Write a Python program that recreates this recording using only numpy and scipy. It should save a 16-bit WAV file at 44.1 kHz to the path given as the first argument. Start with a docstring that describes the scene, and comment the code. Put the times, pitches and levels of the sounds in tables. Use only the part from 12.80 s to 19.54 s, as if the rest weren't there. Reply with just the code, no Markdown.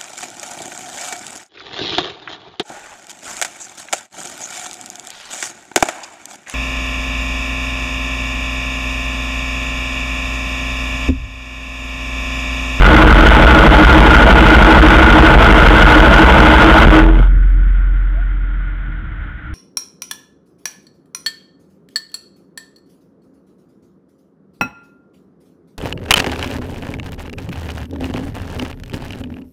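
"""A four-cylinder motorcycle idles, then is switched off; a small camera is bolted to its fairing.
Uneven firings excite resonances of the frame; valve gear noise rings the panels and the camera case.
A fairing panel buzzes in bursts, and the camera bracket sways at its own low note, then rings free.
A distant track rumbles behind as shaped noise; a faint chirp and a swelling hum come at the end.
The input saturates, so the strong shaking is flattened, and a narrow band dulls the treble."""
import sys
import numpy as np
from scipy import signal
from scipy.fft import rfft, irfft
from scipy.io import wavfile
from scipy.ndimage import uniform_filter1d

SR = 44100
rng = np.random.default_rng(int(sys.argv[2]) if len(sys.argv) > 2 else 0)


def log_audio(samples):
    """Write samples as a 16-bit WAV file to the path given in sys.argv[1]."""
    # one column per channel
    frames = np.atleast_2d(samples).T
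    # limit to full scale, then quantise
    limited = np.clip(frames, -1, 1)
    pcm = np.round(limited * 32767).astype(np.int16)
    wavfile.write(sys.argv[1], SR, pcm)


N = 297216
TIME_S = np.arange(N) / SR
COAST_S, STOP_S = 4.0, 4.6  # the crank starts to slow, and stands still


def undb(db):
    """Amplitude ratio: 20 dB is a factor of ten."""
    return 10 ** (np.asarray(db) / 20)


def curves(table):
    """Linear interpolation: each column after the time column becomes one value a sample."""
    times_s, *columns = np.transpose(table)
    return [np.interp(TIME_S, times_s, column) for column in columns]


def unit(x):
    """Normalisation to an rms of one."""
    return x / np.sqrt(np.mean(x ** 2))


def ring(force, modes):
    """Modal superposition: second-order resonances in parallel, each set to its own rms level."""
    total = 0
    for mode_hz, width_hz, level_db in modes:
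        b, a = signal.iirpeak(mode_hz, mode_hz / width_hz, SR)  # Q is frequency over bandwidth
        total = total + undb(level_db) * unit(signal.lfilter(b, a, force))
    return total


def tone(hz, rms_db):
    """Frequency modulation: a sine whose phase is the running sum of its frequency."""
    phase = 2 * np.pi * np.cumsum(hz) / SR
    return np.sqrt(2) * undb(rms_db) * np.sin(phase)


def walk(rate_hz):
    """Slow random modulation: levels held 1 / rate s and smoothed twice; spread near 1."""
    hold = int(SR / rate_hz)
    steps = np.repeat(rng.standard_normal(N // hold + 1), hold)
    return uniform_filter1d(uniform_filter1d(steps, hold), hold // 4)[:N]


def crank():
    """Rotation rate in engine cycles a second: a hunting idle, then a run-down to rest."""
    idle_hz, slow_start_hz, settle_s = 12.522, .23, .39  # a little slow at first
    hunt_hz, hunt_s, hunt_rises_s = .059, .969, .851  # swing either way, its period, an upward crossing
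    coast_bend = 1.7  # power law of the slowing
    slow_start = slow_start_hz * np.exp(-(TIME_S / settle_s) ** 2)
    hunt = hunt_hz * np.sin(2 * np.pi * (TIME_S - hunt_rises_s) / hunt_s)
    progress = np.clip((TIME_S - COAST_S) / (STOP_S - COAST_S), 0, 1)
    return (idle_hz - slow_start + hunt) * (1 - progress ** coast_bend)


def strokes(angles_deg, late_deg, uneven_db):
    """Crank kinematics: sample and size of each blow, a row per angle, scattered from cycle to cycle."""
    start_deg = 655
    angle = start_deg + 720 * np.cumsum(crank()) / SR
    cycles = np.arange(int(angle[-1] / 720) + 1)
    late, size = rng.standard_normal((2, len(angles_deg), len(cycles)))
    blow_angle = 720 * cycles + np.array(angles_deg)[:, None] + late_deg * late
    at = np.searchsorted(angle, blow_angle)
    inside = (at > 0) & (at < N)
    return at, undb(uneven_db * size) * inside


def train(at, size, level_db):
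    """Impulsive excitation: the blows as single samples, each angle at its own level."""
    weights = size * undb(level_db)[:, None]
    return np.bincount(at.ravel(), weights.ravel(), N + 1)[:N]


def firing():
    """Impulse response of the frame: gas pressure builds over a few ms and excites its modes."""
    # firings in the 720 degree cycle: crank_deg, level_db
    firings = [(0, 1), (180, -3), (425, 2), (605, 7)]
    # frame and fairing modes: mode_hz, width_hz, level_db
    frame_modes = [(54.56, 18.7, 4.5), (125, 12.5, -14.5), (199, 210, -4), (230.8, 12, -9.5),
                   (471, 131, -5.5), (720, 140, -19)]
    # a lower frame mode swings the other way: mode_hz, width_hz, level_db
    recoil_modes = [(38.3, 6, -3)]
    push_s = .003  # whole length of a pressure pulse
    crank_deg, level_db = np.transpose(firings)
    kicks = train(*strokes(crank_deg, late_deg=2.44, uneven_db=3.0), level_db)
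    push = np.convolve(kicks, np.hanning(int(push_s * SR)), "same")
    return ring(push, frame_modes) - ring(push, recoil_modes)


def clatter():
    """Noise-excited resonance: knocks set off short rattles over steady gear noise."""
    # valve gear knocks in the cycle: crank_deg, panels_db, case_db
    knocks = [(125.6, -1.5, 1.5), (220, 3.5, -22), (271, -22.5, -16), (336, -3, -16.5), (379.3, -4.5, -3.5),
              (456, -1, 1.5), (496.6, 0, 1.5), (560.3, -2.5, -2.5), (667.8, 3, 6.5)]
    # panels rattled by the valve gear: mode_hz, width_hz, level_db
    panel_modes = [(130.5, 8, -12.5), (204, 61, -7.5), (305, 21.6, -8), (461.7, 44, -12.5),
                   (556, 60, -11.5), (639.5, 70, -9.5), (846.4, 73, -7)]
    # camera case: mode_hz, width_hz, level_db
    case_modes = [(1311, 23, -14), (1427.6, 59, -4.5), (1479.4, 51, -9), (2050, 126, -12.5),
                  (3130, 1400, -11)]
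    crank_deg, *levels_db = np.transpose(knocks)
    at, size = strokes(crank_deg, late_deg=6.6, uneven_db=3.0)
    pole = np.exp(-1 / (0.0013 * SR))  # 1.3 ms time constant
    total = 0
    for level_db, modes in zip(levels_db, (panel_modes, case_modes)):
        # a double pole makes each rattle swell, then die
        rattle = unit(signal.lfilter([1], np.poly([pole, pole]), train(at, size, level_db)))
        envelope = (1.67 + rattle) * undb(1.13 * walk(29.95))
        total = total + ring(envelope * rng.standard_normal(N), modes)
    return total


def engine():
    """Superposition of two excitations, firing and clatter, each under its own force curve."""
    # force of the engine, dying away after the switch-off: time_s, firing_db, clatter_db
    force = [(0, -8.5, -5.5), (1.5, -5.5, -4.5), (4.0, -10, -5), (4.035, -6, 0.5), (4.06, -11, -12),
             (4.105, -3, -5.5), (4.12, -7, -7), (4.19, -18, -5.5), (4.21, -10, -13.5), (4.25, -23, -19.5),
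             (4.36, -27.5, -22.5), (4.42, -13, -22.5), (4.47, -36, -30.5), (4.52, -59, -49)]
    firing_db, clatter_db = curves(force)
    return undb(firing_db) * firing() + undb(clatter_db) * clatter()


def buzz():
    """Intermittent contact: bursts of a note that flickers as the panel edge touches and lets go."""
    # its loudest bursts: time_s, note_hz, rms_db, sigma_s (of a Gaussian swell)
    loud_bursts = [(.125, 313.2, -2, 0.03), (0.196, 315.5, -12, 0.021), (0.398, 318.3, -6, 0.023),
                   (0.597, 314, -10.5, 0.0247), (0.772, 309.9, -7.5, 0.011), (1.013, 310, -4.5, 0.034),
                   (1.165, 310.4, 0, 0.023), (1.637, 312.2, -5.5, 0.018), (1.729, 319, -3, 0.013),
                   (1.912, 314.2, -5, .03), (2.13, 319.3, -6.5, .02), (2.36, 314, -2.5, .02),
                   (2.447, 318, 0, 0.026), (2.77, 311, -5.5, .02), (3.17, 313.3, 0.5, 0.018),
                   (3.406, 320, -0.5, 0.022), (3.71, 313, -7.5, 0.017), (3.88, 325, -2, 0.029),
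                   (3.977, 319, -4.5, 0.02), (4.163, 316, -0.5, .028), (4.269, 321, -9, 0.057)]
    buzz_hz, buzz_deg, buzz_db, sigma_s = 314.7, 370, -12, .022  # the burst once a cycle
    at, size = strokes([buzz_deg], late_deg=22.5, uneven_db=3.5)
    size = size * undb(buzz_db) * (at < COAST_S * SR)
    hz = buzz_hz + 5.15 * walk(14)
    swell = np.zeros(N)
    for burst_s, gain in zip(at[0] / SR, size[0]):
        swell = np.maximum(swell, gain * np.exp(-.5 * ((TIME_S - burst_s) / sigma_s) ** 2))
    for burst_s, note_hz, rms_db, loud_sigma_s in loud_bursts:
        loud = undb(rms_db) * np.exp(-.5 * ((TIME_S - burst_s) / loud_sigma_s) ** 2)
        hz = np.where(loud > swell, note_hz, hz)  # the louder burst sets the note
        swell = np.maximum(swell, loud)
    return swell * tone(hz, 2. * walk(45))


def bracket():
    """Forced, then free vibration of two bending notes; a stiffer side gives the sway overtones."""
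    # bracket while shaken: time_s, sway_rms_db, nod_rms_db
    shaking = [(0, 6.5, -10), (.15, -8.5, -8), (.35, 0, -7), (.75, -7, -6.5), (.9, -35, -30),
               (1.1, -17, -3), (1.55, -13, -17), (2.1, -16, -7), (2.75, -5, -15.5), (3.25, -4.5, -21.5),
               (3.55, -16, -8), (3.96, -33, -20), (4.05, 1, -4), (4.17, -3.5, -24), (4.35, -5, -25.5)]
    sway_hz, nod_hz = 43.3, 67.1
    wander_hz = .41  # the shaking pulls both notes about until the crank starts to slow
    sway_fade_s, sway_rub = 1.47, .23  # damping time; dry friction as a share of the swing
    nod_fade_db_per_s = 15
    sway_db, nod_db = curves(shaking)
    free_s = np.clip(TIME_S - shaking[-1][0], 0, None)
    wander = wander_hz * (np.arange(N) < COAST_S * SR)
    # dry friction brings the swing to a full stop
    left = np.clip((1 + sway_rub) * np.exp(-free_s / sway_fade_s) - sway_rub, 0, None)
    sway = left * tone(sway_hz + wander * walk(6.13), sway_db)
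    nod = tone(nod_hz + wander * walk(6.4), nod_db - nod_fade_db_per_s * free_s)
    second = .04 * (sway ** 2 - (left * undb(sway_db)) ** 2)  # less its mean square
    third = -.1 * np.tanh(sway) ** 3
    return sway + second + third + nod


def track():
    """Spectrally shaped noise: far engines and wind through the housing; bass and treble waver apart."""
    # spectrum of the track, relative: bin_hz, density_db
    spectrum = [(15, -11), (55, 3.5), (98, -1), (186, -7.5), (259, -18), (311, -6.5), (349, -25.5),
                (450, -27.5), (900, -33), (1210, -24.5), (1450, -10), (1620, -19.5), (2100, -22),
                (2700, -35.5), (3150, -32.5), (3900, -35.5), (5000, -61), (6000, -93.5)]
    # bass of the track: time_s, level_db
    rumble = [(4.5, 8), (5.2, 1.5), (6.0, 1), (6.74, 2)]
    track_db, treble_db = -31, -5.0  # the treble level is relative to the track level
    bin_hz, density_db = np.transpose(spectrum)
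    bins = np.fft.rfftfreq(N, 1 / SR) + 1  # 1 Hz up keeps the logarithm finite
    shape = undb(np.interp(np.log(bins), np.log(bin_hz), density_db))
    shaped = rfft(rng.standard_normal(N)) * shape
    bass = unit(irfft(shaped * (bins < 600), N))
    treble = unit(irfft(shaped * (bins >= 600), N))
    bass = bass * undb(curves(rumble)[0] + 1.5 * walk(16))
    treble = treble * undb(treble_db + 1.28 * walk(45))
    return undb(track_db) * (bass + treble)


def whistle():
    """Linear frequency sweep: one short faint chirp glides up under a two-sided exponential swell."""
    peak_s, peak_hz, peak_db = 5.388, 680, -37.5
    rise_hz_per_s, swell_db_per_s, drop_db_per_s = 2200, 262.5, 446
    from_peak_s = TIME_S - peak_s
    rms_db = peak_db + np.minimum(swell_db_per_s * from_peak_s, -drop_db_per_s * from_peak_s)
    return tone(np.clip(peak_hz + rise_hz_per_s * from_peak_s, 0, None), rms_db)


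def hum():
    """Exponential growth: a steady low note gains equal decibels each second up to the end."""
    hum_hz, end_db, rise_db_per_s = 65., -27.5, 37.5
    to_go_s = TIME_S[::-1]
    return tone(np.full(N, hum_hz), end_db - rise_db_per_s * to_go_s)


def scene():
    """Linear superposition of all the sources, in one channel."""
    return (engine() + buzz() + bracket() + track() + whistle() + hum())[None]


def record(dry):
    """Saturation, band limiting and clipping: an overdriven input, a narrow converter, an output stage."""
    ceiling, knee = .71, 8.  # input limit in full scales; sharpness of its bend
    converter_hz, top_hz = 4050, 15780  # foot of the converter's slope; cutoff of the output
    full_scale = .716
    overload = dry / (1 + np.abs(dry / ceiling) ** knee) ** (1 / knee)
    # the saturated stage holds the slow swing flat but lets a little rattle through
    high_pass = signal.butter(2, 400, "high", fs=SR, output="sos")
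    overload += .1 * signal.sosfilt(high_pass, dry - overload)
    band_hz, band_gain = [0, 3200, 3700, converter_hz, SR / 2], [1, 0.83, 0.33, 0.092, 0.047]
    taps = signal.firwin2(255, band_hz, band_gain, fs=SR, window="blackman")
    narrow = signal.fftconvolve(overload, taps[None], "same")
    # the filter rounds the flattened waves, and their overshoot is clipped
    full = np.clip(narrow, -full_scale, full_scale)
    return signal.sosfilt(signal.ellip(10, .2, 60, top_hz, fs=SR, output="sos"), full)


dry = scene()
out = record(dry)
log_audio(out)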